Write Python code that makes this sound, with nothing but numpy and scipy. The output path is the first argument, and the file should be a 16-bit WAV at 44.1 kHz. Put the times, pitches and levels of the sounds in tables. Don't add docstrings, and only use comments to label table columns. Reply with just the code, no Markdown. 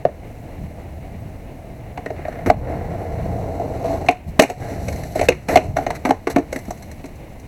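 import sys
import numpy as np
from scipy import signal
from scipy.fft import rfft, irfft
from scipy.io import wavfile
from scipy.ndimage import uniform_filter1d, minimum_filter1d

SR = 44100
rng = np.random.default_rng(int(sys.argv[2]) if len(sys.argv) > 2 else 0)


def amplitude_ratio(level_db):
    exponent = np.asarray(level_db, float) / 20
    return 10 ** exponent


def materialize(psi):
    bounded = np.clip(np.atleast_2d(psi).T, -1, 1)
    quanta = np.round(bounded * 32767).astype(np.int16)
    wavfile.write(sys.argv[1], SR, quanta)


N = 329427


def rms_one(x):
    return x / np.sqrt(np.mean(x ** 2) + 1e-20)


def band(x, low_hz, high_hz):
    return signal.sosfilt(signal.butter(2, [low_hz, high_hz], "band", fs=SR, output="sos"), x)


def resonate(x, hz, width_hz):
    r = np.exp(-np.pi * width_hz / SR)
    poles = [1, -2 * r * np.cos(2 * np.pi * hz / SR), r * r]
    return signal.lfilter([(1 - r * r) / 2, 0, (r * r - 1) / 2], poles, x)


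def peak(x, hz, width_hz, db):
    w, a = 2 * np.pi * hz / SR, amplitude_ratio(db / 2)
    q = np.sin(w) * width_hz / hz / 2
    middle = -2 * np.cos(w)
    return signal.lfilter([1 + q * a, middle, 1 - q * a], [1 + q / a, middle, 1 - q / a], x)


def drift(rate_hz):
    r = np.exp(-80 * np.pi * rate_hz / SR)
    slow = signal.lfilter([1], [1, -2 * r, r * r], rng.standard_normal(N // 40 + 2002))[2000:]
    return np.interp(np.arange(N) / 40, np.arange(len(slow)), rms_one(slow))


def gate(start_s, length_s, edge_s):
    t = np.arange(N) / SR - start_s
    edges = np.minimum(t / edge_s, (length_s - t) / edge_s / 4.5 + 1)
    return np.clip(edges, 0, 1) * amplitude_ratio(-5 * np.clip(t / length_s, 0, 2))


def coloured_noise(spectrum, patchy_db):
    hz, db = np.transpose(spectrum)
    grid_hz = np.fft.rfftfreq(N, 1 / SR) + 1
    gain = amplitude_ratio(np.interp(np.log(grid_hz), np.log(hz), db, left=-60))
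    shaped = irfft(rfft(rng.standard_normal(N)) * gain, N)
    return rms_one(shaped * amplitude_ratio(patchy_db * drift(13.5)))


# pitch_hz, density_db_per_hz
PARK = [(12, -40), (20, 3), (76, 2.5), (130, -5.5), (315, -7.5), (401, -15.5), (632, -13.5), (1410, -27),
        (2160, -25.5), (3230, -30), (4110, -42), (12000, -104), (15600, -80), (22000, -120)]


def park():
    return amplitude_ratio(-38) * coloured_noise(PARK, patchy_db=2.0)


# start_s, length_s, pitch_hz, level_db
CHIRPS = [(1.195, .02, 7950, -61)]


def bird():
    turn = 2 * np.pi * np.arange(N) / SR
    out = np.zeros(N)
    for start_s, length_s, hz, db in CHIRPS:
        note = np.sin(hz * turn) + 2.5 * np.sin(2 * hz * turn)
        out += amplitude_ratio(db) * gate(start_s, length_s, edge_s=0.008) * note
    return out


# time_s, wheel_load_db, slip_and_nearness_db
ROLL = [(0, -42.5, -55), (1.93, -43.5, -60), (2.3, -42, -55), (2.52, -33.5, -62), (2.96, -30.5, -52),
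        (3.64, -28, -48.5), (3.96, -24.5, -41.5), (4.09, -32.5, -49), (4.12, -53, -67), (4.58, -34, -43.5),
        (4.7, -30, -40.5), (5.12, -37, -41), (5.36, -51, -53), (5.64, -24, -38), (5.76, -35.5, -49.5),
        (6.19, -44.5, -53.5), (6.69, -49.5, -49), (7.2, -56, -54.5)]


def ride():
    time_s, *controls = np.transpose(ROLL)
    return [np.interp(np.arange(N) / SR, time_s, control) for control in controls]


def follow(load_db, slip_db, middle_db, load_share, slip_share):
    return middle_db + load_share * (load_db + 35) + slip_share * (slip_db + 52)


# pitch_hz, density_db_per_hz
GUST_SPECTRUM = [(30, 1.5), (55, -0.5), (80, 9.5), (130, 4), (220, -3.5), (400, -52.5)]
# peak_s, half_length_s, level_db
GUSTS = [(0.638, 0.041, -30.5), (0.992, 0.059, -45), (1.23, 0.082, -37), (2.484, .02, -18.5),
         (2.597, 0.091, -24), (5.29, 0.091, -28), (5.558, 0.037, -27.5), (2.826, 0.15, -34),
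         (3.276, 0.15, -28), (4.288, .02, -24), (4.61, 0.02, -34), (4.91, 0.12, -30), (5.705, 0.05, -20.5),
         (6.69, 0.01, -24)]


def wind():
    buffet = coloured_noise(GUST_SPECTRUM, patchy_db=-1.3)
    strength = np.sqrt(uniform_filter1d(buffet ** 2, size=2000) + 0.033)
    t = np.arange(N) / SR
    breeze = amplitude_ratio(-46)
    gusts = sum(amplitude_ratio(db) * np.exp(-((t - peak_s) / half_s) ** 2) for peak_s, half_s, db in GUSTS)
    rumble = amplitude_ratio(follow(*ride(), middle_db=-36, load_share=0.6, slip_share=0.036))
    return (breeze + gusts + rumble) * buffet / strength ** 0.84


def grit(per_s, spread_db):
    sizes = amplitude_ratio(spread_db * np.minimum(rng.exponential(1, N), 4)) * rng.choice([-1, 1], N)
    return sizes * (rng.random(N) < per_s / SR) + 1e-9


# pitch_hz, width_hz, level_db
HUM = [(478.3, 14, -4), (663, 13.6, -2.5), (1076, 12, -18.5)]


def hum():
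    force = grit(1200, spread_db=2.5)
    modes = np.zeros(N)
    for hz, width_hz, db in HUM:
        modes += amplitude_ratio(db + 2.5 * drift(9)) * rms_one(resonate(force, hz, width_hz))
    riding = amplitude_ratio(follow(*ride(), middle_db=-42.5, load_share=0.51, slip_share=0.077))
    riding = riding * gate(2.3, length_s=1.5, edge_s=0.02)
    crouch = amplitude_ratio(-24.5) * gate(3.835, length_s=0.13, edge_s=0.0093)
    return modes * (riding + crouch)


# pitch_hz, width_hz, level_db
DECK = [(275, 51, 0.5), (401, 68, -3), (456, 52.5, -1), (670, 95, -1), (834, 165, -8.5), (1050, 140, -14.5),
        (1370, 160, -21)]


def deck(force):
    out = 0
    for k, (hz, width_hz, db) in enumerate(DECK):
        out = out + (-1) ** k * amplitude_ratio(db) * resonate(force, hz, width_hz)
    return out


def wheel_levels(load_db, slip_db):
    rasp_db = follow(load_db, slip_db, middle_db=-47, load_share=0.41, slip_share=0.1)
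    whirr_db = follow(load_db, slip_db, middle_db=-64, load_share=0.12, slip_share=0.67)
    return np.array([load_db, rasp_db, slip_db, whirr_db])


# start_s, length_s, level_db
RASPS = [(2.154, 0.27, -39), (2.65, 0.63, -46.5), (4.594, 0.14, -37.5), (5.244, 0.26, -48)]
# start_s, length_s, level_db
SPINS = [(2.2, .25, -60), (4.803, 0.28, -50), (6.515, .3, -53.5)]
# start_s, length_s, load_db, slip_db, rasp_over_rolling_db
SCUFFS = [(2.46, 0.035, -22.5, -39, 15.5), (4.409, 0.034, -7.5, -30, -4), (4.489, .03, -23, -39, 7),
          (5.149, 0.045, -28, -37, 11), (5.234, 0.023, -39, -31, 17), (5.485, 0.059, -18, -28.5, 17),
          (5.759, 0.079, -30.5, -43, 4), (5.865, 0.084, -33, -58, -6), (5.948, 0.015, -49, -33, 22),
          (6.053, 0.024, -18, -36, 15), (6.297, 0.023, -26, -28, 10), (4.274, 0.023, -38, -45, -9),
          (2.627, 0.14, -29.5, -60, 4), (6.519, 0.065, -34, -46, -13)]


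def rolling():
    bumps_db = 1.32 * drift(25)
    shake = rms_one(deck(grit(1500, spread_db=2.0))) * amplitude_ratio(-3.5 + bumps_db)
    rasp = rms_one(band(grit(5000, spread_db=2.0), 1190, 2010)) * amplitude_ratio(-7 + 0.86 * bumps_db)
    hiss = rms_one(band(grit(12000, spread_db=4.0), 1700, 9800)) * amplitude_ratio(-8.5 + 0.92 * bumps_db)
    whirr = rms_one(band(grit(15000, spread_db=3), 10500, 13000)) * amplitude_ratio(-8 + 0.3 * bumps_db)
    gains = amplitude_ratio(wheel_levels(*ride()))
    for start_s, length_s, db in RASPS:
        gains[1] += amplitude_ratio(db) * gate(start_s, length_s, edge_s=0.032)
    for start_s, length_s, db in SPINS:
        gains[3] += amplitude_ratio(db) * gate(start_s, length_s, edge_s=0.08)
    for start_s, length_s, load_db, slip_db, rasp_db in SCUFFS:
        levels_db = wheel_levels(load_db, slip_db) + [0, rasp_db, 0, 9]
        gains += amplitude_ratio(levels_db)[:, None] * gate(start_s, length_s, edge_s=0.0041)
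    return np.sum(gains * np.array([shake, rasp, hiss, whirr]), axis=0)


def contact(t, rise_s, length_s, ring_db, t60_s):
    touch = np.exp(-(t / length_s) ** 3)
    return (1 - np.exp(-t / rise_s)) ** 1.58 * (touch + amplitude_ratio(ring_db - 60 * t / t60_s))


# start_s, knock_db, deck_hz, clack_db, crack_db
RUN_UP = [(1.975, -14, 730, -22.5, -45), (2.06, -11, 472, -21, -43), (2.103, -11, 620, -30, -53),
          (2.163, -41, 254, -34, -62), (2.19, -18, 333, -37, -61), (2.251, -16.5, 617, -28, -61),
          (2.325, -24, 680, -34, -51), (2.355, -25, 660, -33, -62), (2.388, -19, 670, -36, -53),
          (2.672, -13, 560, -34, -63)]
FAR_POP = [(.0515, 8.3, 583, -17, -60)]
SLAMS = [
    (2.5, 6, 670, -7.5, -31),
    (4.393, 3.6, 234, -5.5, -16),
    (6.107, 0.79, 776, -8.5, -27),
]
TRICK = [(4.42, -7, 615, -7.5, -11.5), (4.434, -5.5, 762, -7.5, -24), (4.499, -7, 728, -15.5, -25),
         (4.883, -17.5, 530, -21.5, -29.5), (5.156, -9.5, 643, -34, -31), (5.193, -10.5, 422, -14.5, -30),
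         (5.212, -6.5, 654, -14, -26), (5.227, -10, 691, -23, -37), (5.304, -10, 363, -34, -51),
         (5.321, -30, 376, -16.5, -48), (5.485, -12.5, 207, -16, -29), (5.496, -13, 550, -22, -50)]
SMASHES = [(4.086, -1, 735, -1.5, -26), (4.3955, 5.5, 660, 6.5, -4.5), (5.286, 1.5, 500, 0.5, -15.5),
           (5.557, 7.5, 730, -3, -13), (5.571, 0.5, 640, 0.5, -20)]
DROPS = [(2.461, -10, 275, -18, -32.5), (2.474, -13.5, 410, -40, -60)]
WHEEL_BOUNCES = [(5.865, -7.5, 677, -16.5, -33), (6.527, -14.5, 534, -19, -25.5),
                 (6.56, -15, 257, -20.5, -29), (7.041, -22, 275, -29.5, -44.5)]
EDGE_BOUNCES = [(5.904, -16.5, 668, -15.5, -30.5), (6.271, -8.5, 396, -11, -29.5),
                (6.681, -21.5, 202, -38, -52), (6.706, -22, 707, -27, -30.5)]
FLAT_SLAPS = [(6.051, -7, 261, -10, -30), (6.091, -8.5, 293, -19.5, -35), (6.361, -1, 276, -10.5, -29.5),
              (6.383, -8.5, 304, -20, -37)]
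FREE_RINGS = [(2.282, -19, 653, -35, -46), (3.597, -18, 687, -39, -47), (4.109, -18, 727, -30, -32),
              (5.767, -10, 669, -13.5, -28.5), (5.785, -13.5, 746, -23, -45)]
# table, rise_s, contact_s, ring_db, ring_t60_s, clack_hz
KINDS = [
    (RUN_UP, 0.004, 0.0055, -14.5, 0.083, 1870),
    (FAR_POP, 0.0022, 0.0036, -26, 0.074, 1350),
    (SLAMS, 0.0013, 0.0047, -14, 0.062, 1000),
    (TRICK, 0.0024, 0.0066, -14, 0.13, 2400),
    (SMASHES, 0.0024, 0.0053, -5.5, 0.073, 2670),
    (DROPS, 0.002, 0.0075, -2, 0.051, 1300),
    (WHEEL_BOUNCES, 0.0022, 0.0055, -10.5, 0.078, 2070),
    (EDGE_BOUNCES, .001, 0.0064, -7.5, 0.064, 1080),
    (FLAT_SLAPS, 0.0027, 0.0068, -5.5, 0.11, 1100),
    (FREE_RINGS, 0.0014, 0.0065, -9, 0.2, 1460),
]


def knocks():
    size = SR // 4
    t, out = np.arange(size) / SR, np.zeros(N + size)
    air = 0.41 * np.sin(2 * np.pi * 138.5 * t) * amplitude_ratio(-60 * t / 0.1)
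    for table, rise_s, contact_s, ring_db, t60_s, _ in KINDS:
        force = contact(t, rise_s, contact_s, ring_db, t60_s)
        wood_share = min(amplitude_ratio(3 + 0.8 * ring_db), 0.5)
        for start_s, knock_db, hz, _, _ in table:
            wood = deck(rng.standard_normal(size) * force)
            wood = wood_share * wood / np.abs(wood).max()
            mode = np.sin(2 * np.pi * hz * t) * force
            push = air * 100 / hz
            at = round(start_s * SR)
            out[at:at + size] += amplitude_ratio(knock_db - 1.5) * (mode + push + wood)
    return out[:N]


# start_s, clack_db, crack_db
TICKS = [(4.0625, -30, -41), (4.9257, -29, -34.5), (4.959, -34, -38), (5.0344, -29.5, -38),
         (6.589, -37, -37), (6.6522, -41, -42), (7.157, -48, -49), (6.7745, -44, -46), (6.8237, -36, -37),
         (6.914, -35.5, -38), (7.057, -37, -39), (7.3974, -55, -43.5)]
# pitch_hz, width_hz
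TRUCKS = [(4150, 37), (5930, 64), (6400, 290), (7900, 76), (11500, 950)]
TRUCK_DB = [4, -2.5, -2.5, -2.5, 0]


def clacks():
    size = SR // 4
    t, out = np.arange(size) / SR, np.zeros(N + size)
    rows = [(start_s, clack_db, 1880, crack_db, 0.0094) for start_s, clack_db, crack_db in TICKS]
    for table, _, contact_s, _, _, clack_hz in KINDS:
        rattle_s = 1.42 * contact_s
        rows += [(start_s, clack_db, clack_hz, crack_db, rattle_s) for start_s, _, _, clack_db, crack_db in table]
    snap = amplitude_ratio(-1) * band(np.exp(-t / 0.00016), 530, 3640)
    for start_s, clack_db, hz, crack_db, rattle_s in rows:
        force = contact(t, 0.0002, rattle_s, ring_db=-22.0, t60_s=0.35)
        force = force * (1 + 0.68 * np.exp(-t / 0.00051))
        clack = band(rng.standard_normal(size) * force, 574, 2260)
        clack = 0.5 * clack + 1.2 * resonate(clack, hz, 440) + snap
        rattle = rng.standard_normal(size) * force
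        crack = band(rattle, 4200, 10530) + 0.21 * band(rattle, 10300, 15200)
        mode_db = np.array(TRUCK_DB) + 3 * rng.standard_normal(len(TRUCKS))
        crack = crack + sum(amplitude_ratio(db) * resonate(crack, *mode) for db, mode in zip(mode_db, TRUCKS))
        at = round(start_s * SR)
        out[at:at + size] += amplitude_ratio(clack_db + 3) * clack + amplitude_ratio(crack_db - 3.0) * crack
    return out[:N]


# delay_s, level_db
WALLS = [(0.009, -8), (0.023, -22.5), (0.035, -19.5), (0.059, -25), (0.081, -30.5)]


def echoes(hits):
    t = np.arange(SR // 4) / SR
    smear = np.zeros(len(t))
    for delay_s, db in WALLS:
        smear += amplitude_ratio(db) * (t > delay_s) * np.exp(-np.maximum(t - delay_s, 0) / 0.0071)
    tail = band(rng.standard_normal(len(t)), 114, 10600) * smear * amplitude_ratio(-26.5)
    return signal.fftconvolve(hits, tail)[:N]


def scene():
    hits = knocks() + clacks()
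    return (park() + bird() + wind() + hum() + rolling() + hits + echoes(hits))[None]


# pitch_hz, width_hz, level_db
CASE = [(670, 730, 5), (1330, 860, -5.5), (2115, 440, 6), (2890, 400, 4), (3230, 645, -11),
        (4150, 700, 8), (4850, 600, -6), (5950, 700, 5), (7000, 400, -3), (7800, 700, 4), (9300, 2000, -9),
        (11000, 1000, 5), (12400, 900, 5), (13600, 1500, -5)]


def duck(x):
    from_db, slope, hold_s, lag_s = -11.5, 0.46, 0.166, 0.014
    level_db = 10 * np.log10(uniform_filter1d(x * x, size=441) + 1e-9)
    hold = int(hold_s * SR) // 2 * 2 + 1
    gain_db = -slope * np.maximum(level_db - from_db, 0)
    gain_db = minimum_filter1d(gain_db, size=hold, origin=hold // 2)
    lag = np.exp(-1 / (lag_s * SR))
    return x * amplitude_ratio(signal.lfilter([1 - lag], [1, -lag], gain_db))


def roll_off(x):
    return signal.sosfilt(signal.butter(12, 17730, fs=SR, output="sos"), x)


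def record(dry):
    x = dry[0]
    for hz, width_hz, db in CASE:
        x = peak(x, hz, width_hz, db)
    x = signal.sosfilt(signal.butter(4, 16700, fs=SR, output="sos"), x)
    x = x + amplitude_ratio(-59) * band(rng.standard_normal(N), 2100, 16400)
    return roll_off(np.clip(duck(x), -1, 1)[None])


dry = scene()
out = record(dry)
materialize(out)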